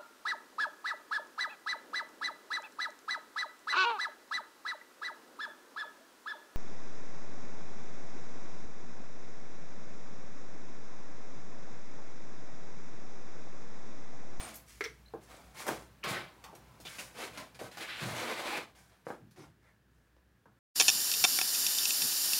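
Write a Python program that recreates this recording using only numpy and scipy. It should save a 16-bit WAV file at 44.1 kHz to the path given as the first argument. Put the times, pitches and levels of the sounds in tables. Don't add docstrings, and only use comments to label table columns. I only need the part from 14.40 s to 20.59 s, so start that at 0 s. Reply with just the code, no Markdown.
import sys
import numpy as np
from scipy import signal
from scipy.fft import rfft, irfft, next_fast_len
from scipy.io import wavfile
from scipy.ndimage import uniform_filter1d

SR = 44100
rng = np.random.default_rng(int(sys.argv[2]) if len(sys.argv) > 2 else 0)


def pcm_store(signal):
    levels = np.round(np.clip(np.atleast_2d(signal), -1, 1) * 32767)
    wavfile.write(sys.argv[1], SR, levels.astype(np.int16).T)


N = 272962
TIME = np.arange(N) / SR
AGE = TIME[:SR // 2]

# pitch_hz, fade_s
ROOM_FADES = [(125, 0.38), (500, 0.25), (2000, 0.26), (6000, 0.24), (14000, 0.23)]
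# pitch_hz, width_hz, boost_db
ROOM_RESONANCES = [(113, 14.7, 6), (124.6, 3.3, 5), (173.6, 11, -0.5), (211, 6.5, 2.5)]
# time_s, hum_db, rumble_db
OUTSIDE_LEVELS = [(0.0, -64, -61.5), (2.9, -74, -58.5), (4.8, -76, -66), (5.4, -76, -69.5)]
# pitch_hz, gain_db
RUMBLE_TONE = [(30, -37), (70, -8), (100, -3), (170, 0.5), (250, -9.5), (500, -14), (1000, -15),
               (2500, -19.5), (8000, -30)]
# pitch_hz, gain_db
AIR_TONE = [(40, -19), (90, 10.5), (150, 10), (300, 9.5), (500, 2), (900, -24), (1300, -2), (1700, 6.5),
            (2400, -24), (4000, -28), (8000, -28), (15500, -25)]

# start_s, level_db, drag_s
THUD_EVENTS = [(0.01, -54.5, 0.04), (1.647, -43.5, 0.081), (1.704, -41, 0.034), (3.617, -38.5, 0.021),
               (3.647, -37.5, 0.031), (3.701, -45, 0.056), (4.811, -54.5, 0.053), (4.98, -53.5, 0.067),
               (6.06, -62.5, .05)]
# pitch_hz, gain_db
THUD_TONE = [(40, -68), (75, -6), (110, 0), (150, 3.5), (230, -1), (330, -6.5), (500, -24.5), (1200, -55),
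             (4000, -66)]
# start_s, level_db, drag_s, tilt_db_per_octave
TICK_EVENTS = [(0.1428, -47.5, 0.0044, 9), (0.156, -44.5, .008, 13), (1.267, -44.5, 0.018, 8),
               (1.28, -39, 0.009, 4.5), (2.041, -47.5, 0.0046, 1.5), (2.152, -54, 0.0052, 5.5),
               (2.402, -55.5, 0.018, 6), (3.4252, -44.5, 0.0045, 1), (4.172, -39, 0.006, -1.5),
               (4.9107, -66, 0.012, 4.5), (5.7658, -63.5, 0.00091, -4)]
# pitch_hz, gain_db
TICK_TONE = [(50, -40), (150, 0), (400, 8), (1050, 8), (1700, 7), (3000, 3.5), (5000, 1), (8000, -5.5),
             (11000, -7.5), (16000, -16.5)]
# start_s, level_db, muffle_hz, tilt_db_per_octave, room_db
KNOCK_EVENTS = [(0.7377, -37.5, 1070, 0.5, 5), (0.7464, -44.5, 620, 2, -2), (1.2681, -36, 1840, 2, 5),
                (1.285, -30, 1760, 1.5, -1), (1.29, -28, 1680, 1, 0), (1.308, -34, 900, -2.5, 1.5),
                (2.129, -51, 930, 3.5, 8), (2.4, -53, 900, -3, 5), (3.2141, -39, 990, -1, 4.5),
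                (3.241, -47.5, 400, -16.5, -3), (4.668, -35.5, 1600, -0.5, -0.5),
                (4.687, -42.5, 1090, 5, 0), (4.7034, -34, 1510, 0, 2), (6.057, -56.5, 1250, 11, 7)]
# pitch_hz, gain_db
KNOCK_TONE = [(60, -26), (130, -5.5), (230, -1), (400, -4), (800, 0), (1100, -4), (2200, -6), (5000, -7.5),
              (16000, -13)]
# pitch_hz, width_hz, boost_db
PANEL_RESONANCES = [(334, 38, 9), (465, 220, 10), (757, 110, 3), (1590, 220, 7.5)]
# start_s, level_db, tilt_db_per_octave, room_db
TAP_EVENTS = [(0.4087, -31, -2, -3), (0.4119, -34, 1.5, 0.5), (0.441, -37, 5.5, 2.5), (0.449, -40.5, 2, 0),
              (0.455, -41.5, -4, 0)]
# pitch_hz, gain_db
TAP_TONE = [(60, -51), (300, -2), (700, -9), (1300, 0.5), (3000, -8.5), (6000, -11), (7000, -22),
            (9000, -23), (16000, -27)]
# pitch_hz, width_hz, boost_db
HANDLE_RESONANCES = [(448, 125, 20), (1345, 130, 6.5), (1650, 140, 7), (1800, 120, 5.5), (2180, 490, 18.5),
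                     (3600, 440, -1), (5500, 900, 0.5), (7500, 450, 6)]
# peak_s, level_db, pitch_hz, width_hz, half_length_s
SQUEAK_EVENTS = [(0.01, -47, 8880, 300, 0.006), (0.046, -47, 8800, 248, 0.022),
                 (0.447, -43.5, 5630, 1110, 0.0077), (0.457, -47, 3600, 2180, .008),
                 (0.664, -62.5, 4050, 406, 0.0041), (0.683, -63, 4180, 403, 0.0035),
                 (1.636, -42.5, 2460, 1110, .004), (1.664, -43.5, 1264, 490, .02),
                 (1.768, -38.5, 1800, 1089, 0.021), (2.078, -52.5, 987, 602, 0.036),
                 (2.472, -44.5, 3310, 1805, 0.018), (2.597, -43.5, 2485, 1036, 0.0096),
                 (2.846, -43.5, 379.6, 216, .022), (3.002, -49.5, 1025, 90, .025),
                 (3.528, -49, 3005, 1503, 0.087), (3.8, -53, 6200, 1800, 0.053),
                 (3.906, -44.5, 450, 221, 0.038), (4.135, -40.5, 830, 88, 0.023),
                 (4.152, -41, 2458, 599, 0.048), (5.006, -52.5, 338, 158, 0.035),
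                 (5.017, -67, 5400, 1800, 0.035), (5.28, -68, 1940, 804, 0.041)]

# pitch_hz, gain_db
BODY_TONE = [(40, -49), (80, -22), (130, -28.5), (220, -1.5), (330, -1), (480, -5.5), (620, 2), (850, 1),
             (1100, -0.5), (1400, -5.5), (2400, -47)]
# pitch_hz, gain_db
RUB_TONE = [(600, -26.5), (1000, -8), (1300, -2.5), (2200, 1.5), (2900, -3.5), (4000, -4), (5000, -11.5),
            (8000, -40)]
# pitch_hz, gain_db
SHEEN_TONE = [(2500, -37), (4000, -6), (5000, 0.5), (7000, 0), (8500, -1.5), (10500, -2), (13000, -8),
              (16000, -10.5)]
# pitch_hz, width_hz, boost_db
RUSTLE_RESONANCES = [(330, 9.8, 4.5), (485, 91, 7.5), (830, 320, -1), (1053, 75, 2), (1534, 160, 3.5),
                     (2230, 91, 2.5)]
# start_s, rise_s, hold_s, fade_s, base_db, body_offset_db, sheen_offset_db
STROKE_EVENTS = [ (0.0, 0.0063, 0.082, 0.4, -51, 0.5, -2.5), (0.253, 0.044, 0.0079, 1, -62, -19.5, 2.5),
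                 (0.809, 0.015, .02, 0.69, -69.5, 1, 3), (0.876, 0.031, 0.018, 1, -59, 3.5, -3),
                 (1.134, 0.073, .012, 0.31, -48, -1, -1), (1.235, 0.039, 0.059, 0.4, -48.5, 3.5, -3.5),
                 (1.639, 0.013, 0.11, 0.4, -39.5, -3, -15), (1.676, 0.015, 0.02, 0.22, -45, -14, 0.5),
                 (1.927, 0.013, 0.46, 0.83, -73, 7, -3), (2.452, 0.0068, 0.11, 0.3, -53, -9.5, -1.5),
                 (2.585, 0.0073, 0.018, 0.4, -49, -2.5, 0.5), (2.734, 0.086, 0.028, 0.3, -44.5, -1, -5.5),
                 (2.916, 0.032, .02, 0.23, -54, -2.5, -7), (2.9746, 0.0038, 0.024, 0.33, -50, 1.5, -6.5),
                 (3.1466, 0.0044, 0.0096, 0.16, -63, -4, 0), (3.192, 0.0045, 0.072, 0.2, -54, 3.5, -4),
                 (3.3144, 0.011, 0.045, .3, -55.5, -6, -7.5), (3.3717, 0.007, 0.041, 0.15, -50, -3, -6),
                 (4.352, 0.012, 0.024, 0.66, -66.5, -2, 1), (4.497, 0.016, 0.025, 0.34, -70.5, 3, -12),
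                 (4.653, 0.032, 0.028, 0.29, -61, -6, -3), (4.961, 0.018, 0.064, 0.22, -63, 4, -5),
                 (5.211, .04, 0.041, 0.28, -77, 6.5, -3), (5.489, 0.027, 0.16, .6, -86.5, 5, -0.5), ]
# time_s, base_db, body_offset_db, sheen_offset_db
SLIDE_LEVELS = [(3.4, -41.5, -8.5, -13), (3.448, -44.5, -6, -9.5), (3.524, -44.5, -16, -16.5),
                (3.672, -44, 0.5, -6), (3.83, -41.5, -0.5, -8), (3.918, -40.5, 1, -10),
                (3.958, -43.5, -2.5, -11), (4.138, -42.5, -1, -9), (4.18, -38.5, -5.5, -10),
                (4.185, -43, 0.5, -10.5)]


def from_db(db):
    return 10 ** (np.asarray(db) / 20)


def unit_power(x):
    return x / np.sqrt(np.mean(x ** 2) + 1e-20)


def at_level(x, db):
    return x * from_db(db) / np.sqrt(uniform_filter1d(x ** 2, size=SR // 125).max())


def add(out, start_s, sound):
    i = max(round(start_s * SR), 0)
    out[i:i + len(sound)] += sound[:N - i]


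def at_hz(table, hz):
    pitches, values = np.transpose(table)
    return np.interp(np.log(hz + 1), np.log(pitches), values)


def peaks(resonances, hz):
    return sum(db / (1 + (2 * (hz - pitch) / width) ** 2) for pitch, width, db in resonances)


def tilt(hz, db_per_octave):
    return db_per_octave * np.log2(np.maximum(hz, 100) / 2000)


def shape_tone(x, db_at):
    size = 2 * next_fast_len(len(x) // 2 + 2048)
    log_gain = np.log(from_db(db_at(abs(np.fft.fftfreq(size, 1 / SR)))))
    response = np.exp(np.conj(signal.hilbert(log_gain)))[:size // 2 + 1]
    return irfft(rfft(x, size) * response, size)[:len(x)]


def drift(turns_per_s, size):
    position = np.arange(size) / SR * turns_per_s
    points = rng.standard_normal(int(position[-1]) + 2)
    return unit_power(np.interp(position, np.arange(len(points)), points))


def wavering_tone(hz, width_hz, size=N):
    wander = drift(width_hz, size) + 1j * drift(width_hz, size)
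    return unit_power(np.real(wander * np.exp(2j * np.pi * hz * TIME[:size])))


def slips(drag_s, first_slip=11.0):
    shower = rng.standard_normal(len(AGE)) * rng.exponential(1, len(AGE))
    return shower * np.exp(-AGE / drag_s) + first_slip * (AGE == 0)


def balcony(x, room_db, build_s=0.0012, early_boost=0.72, early_s=0.0085):
    spectrum = rfft(rng.standard_normal(len(AGE)))
    hz = np.fft.rfftfreq(len(AGE), 1 / SR)
    pitches, fades = np.transpose(ROOM_FADES)
    tail = 0
    for fade_s, share in zip(fades, np.eye(len(fades))):
        band = at_hz(np.c_[pitches, share], hz)
        tail = tail + irfft(spectrum * band, len(AGE)) * from_db(-60 * AGE / fade_s)
    tail *= 1 - np.exp(-(AGE / build_s) ** 2)
    tail *= 1 + early_boost * np.exp(-AGE / early_s)
    echoes = signal.fftconvolve(x, tail / np.linalg.norm(tail))[:len(x)]
    return x + from_db(room_db) * echoes


def room_noise(tone):
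    noise = rng.standard_normal(N)
    return unit_power(shape_tone(noise, lambda hz: at_hz(tone, hz) + peaks(ROOM_RESONANCES, hz)))


def background(hum_offset_db=3.5, rumble_offset_db=-3.0, air_db=-74):
    times, hum_db, rumble_db = np.transpose(OUTSIDE_LEVELS)
    hum = from_db(np.interp(TIME, times, hum_db) + hum_offset_db) * wavering_tone(hz=59.2, width_hz=14)
    rumble = from_db(np.interp(TIME, times, rumble_db) + rumble_offset_db) * room_noise(RUMBLE_TONE)
    return hum + rumble + from_db(air_db) * room_noise(AIR_TONE)


def thuds():
    out = np.zeros(N)
    for start_s, db, drag_s in THUD_EVENTS:
        boom = shape_tone(slips(drag_s), lambda hz: at_hz(THUD_TONE, hz) + peaks(ROOM_RESONANCES, hz))
        add(out, start_s, at_level(balcony(boom, room_db=-2), db))
    return out


def small_ticks():
    out = np.zeros(N)
    for start_s, db, drag_s, slope in TICK_EVENTS:
        tick = shape_tone(slips(drag_s), lambda hz: at_hz(TICK_TONE, hz) + tilt(hz, slope))
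        add(out, start_s, at_level(balcony(tick, room_db=4), db))
    return out


def knocks(leak_db=-31):
    out = np.zeros(N)
    for start_s, db, muffle_hz, slope, room_db in KNOCK_EVENTS:
        def tone_db(hz):
            surface = at_hz(KNOCK_TONE, hz) + peaks(PANEL_RESONANCES, hz)
            muffling = 10 * np.log10(1 / (1 + (hz / muffle_hz) ** 8) + from_db(leak_db) ** 2)
            return surface + muffling + tilt(np.minimum(hz, muffle_hz), slope)
        blow = shape_tone(1.0 * (AGE == 0), tone_db)
        add(out, start_s, at_level(balcony(blow, room_db), db))
    return out


def handle_taps():
    out = np.zeros(N)
    for start_s, db, slope, room_db in TAP_EVENTS:
        def tone_db(hz):
            return at_hz(TAP_TONE, hz) + peaks(HANDLE_RESONANCES, hz) + tilt(np.minimum(hz, 6000), slope)
        clack = shape_tone(1.0 * (AGE == 0), tone_db)
        add(out, start_s, at_level(balcony(clack, room_db), db))
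    return out


def squeaks():
    out = np.zeros(N)
    for peak_s, db, hz, width_hz, half_s in SQUEAK_EVENTS:
        swell = np.exp(-(AGE / half_s - 2) ** 2)
        squeak = swell * wavering_tone(hz, width_hz, len(AGE))
        add(out, peak_s - 2 * half_s, at_level(balcony(squeak, room_db=-8), db))
    return out


def friction(size, rough_db=1.5, judder_db=0.4, snags_per_s=90, snag_db=14):
    hiss = rng.standard_normal(size)
    hiss *= from_db(rough_db * drift(400, size) + judder_db * drift(68.9, size))
    snags = (rng.random(size) < snags_per_s / SR) * rng.standard_normal(size) * from_db(snag_db)
    rubbing = balcony(unit_power(hiss) + snags, room_db=-4)
    return shape_tone(rubbing, lambda hz: peaks(RUSTLE_RESONANCES, hz))


def wandering_friction(size, places, shifts_per_s=9):
    shares = np.array([abs(drift(shifts_per_s, size)) + 1e-6 for _ in range(places)])
    return sum(share * friction(size) for share in shares / np.linalg.norm(shares, axis=0))


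def fabric_rush(t, rise_s, hold_s, fade_s, base_db, body_offset_db, sheen_offset_db, places=1):
    parts = ((BODY_TONE, body_offset_db, 1.12 * fade_s),
             (RUB_TONE, -0.44, fade_s),
             (SHEEN_TONE, sheen_offset_db, 1.06 * fade_s))
    rise = np.clip(t / rise_s, 0, 1)
    since_hold_s = np.maximum(t - rise_s - hold_s, 0)
    out = 0
    for tone, offset_db, part_fade_s in parts:
        rubbing = unit_power(shape_tone(wandering_friction(len(t), places), lambda hz: at_hz(tone, hz)))
        fade = from_db(-60 * since_hold_s / part_fade_s)
        out = out + rubbing * rise * fade * from_db(base_db + offset_db)
    return out


def short_strokes(catch_db=9.5, catch_loss_db_per_s=520):
    out = np.zeros(N)
    for start_s, rise_s, hold_s, fade_s, base_db, *offsets_db in STROKE_EVENTS:
        add(out, start_s, fabric_rush(TIME[:SR], rise_s, hold_s, fade_s, base_db, *offsets_db))
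        tick = shape_tone(slips(drag_s=0.0062), lambda hz: at_hz(TICK_TONE, hz))
        tick_db = base_db + catch_db - catch_loss_db_per_s * rise_s
        add(out, start_s, at_level(balcony(tick, room_db=5.5), tick_db))
    return out


def long_slide(rise_s=0.01, fade_s=0.28, surge_db=1.4, surges_per_s=30):
    out, t = np.zeros(N), TIME[:SR + SR // 2]
    times, *levels = np.transpose(SLIDE_LEVELS)
    base_db, *offsets_db = (np.interp(times[0] + t, times, db) for db in levels)
    base_db += surge_db * drift(surges_per_s, len(t))
    hold_s = times[-1] - times[0] - rise_s
    add(out, times[0], fabric_rush(t, rise_s, hold_s, fade_s, base_db, *offsets_db, places=4))
    return out


def scene():
    rustle_and_taps = short_strokes() + long_slide() + squeaks() + handle_taps()
    return (rustle_and_taps + knocks() + small_ticks() + thuds() + background())[None]


def record(dry, low_cut_hz=42, high_cut_hz=15850):
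    bass_cut = signal.butter(4, low_cut_hz, "high", fs=SR, output="sos")
    treble_cut = signal.ellip(12, .1, 70, high_cut_hz, fs=SR, output="sos")
    return signal.sosfilt(treble_cut, signal.sosfilt(bass_cut, dry))


dry = scene()
out = record(dry)
pcm_store(out)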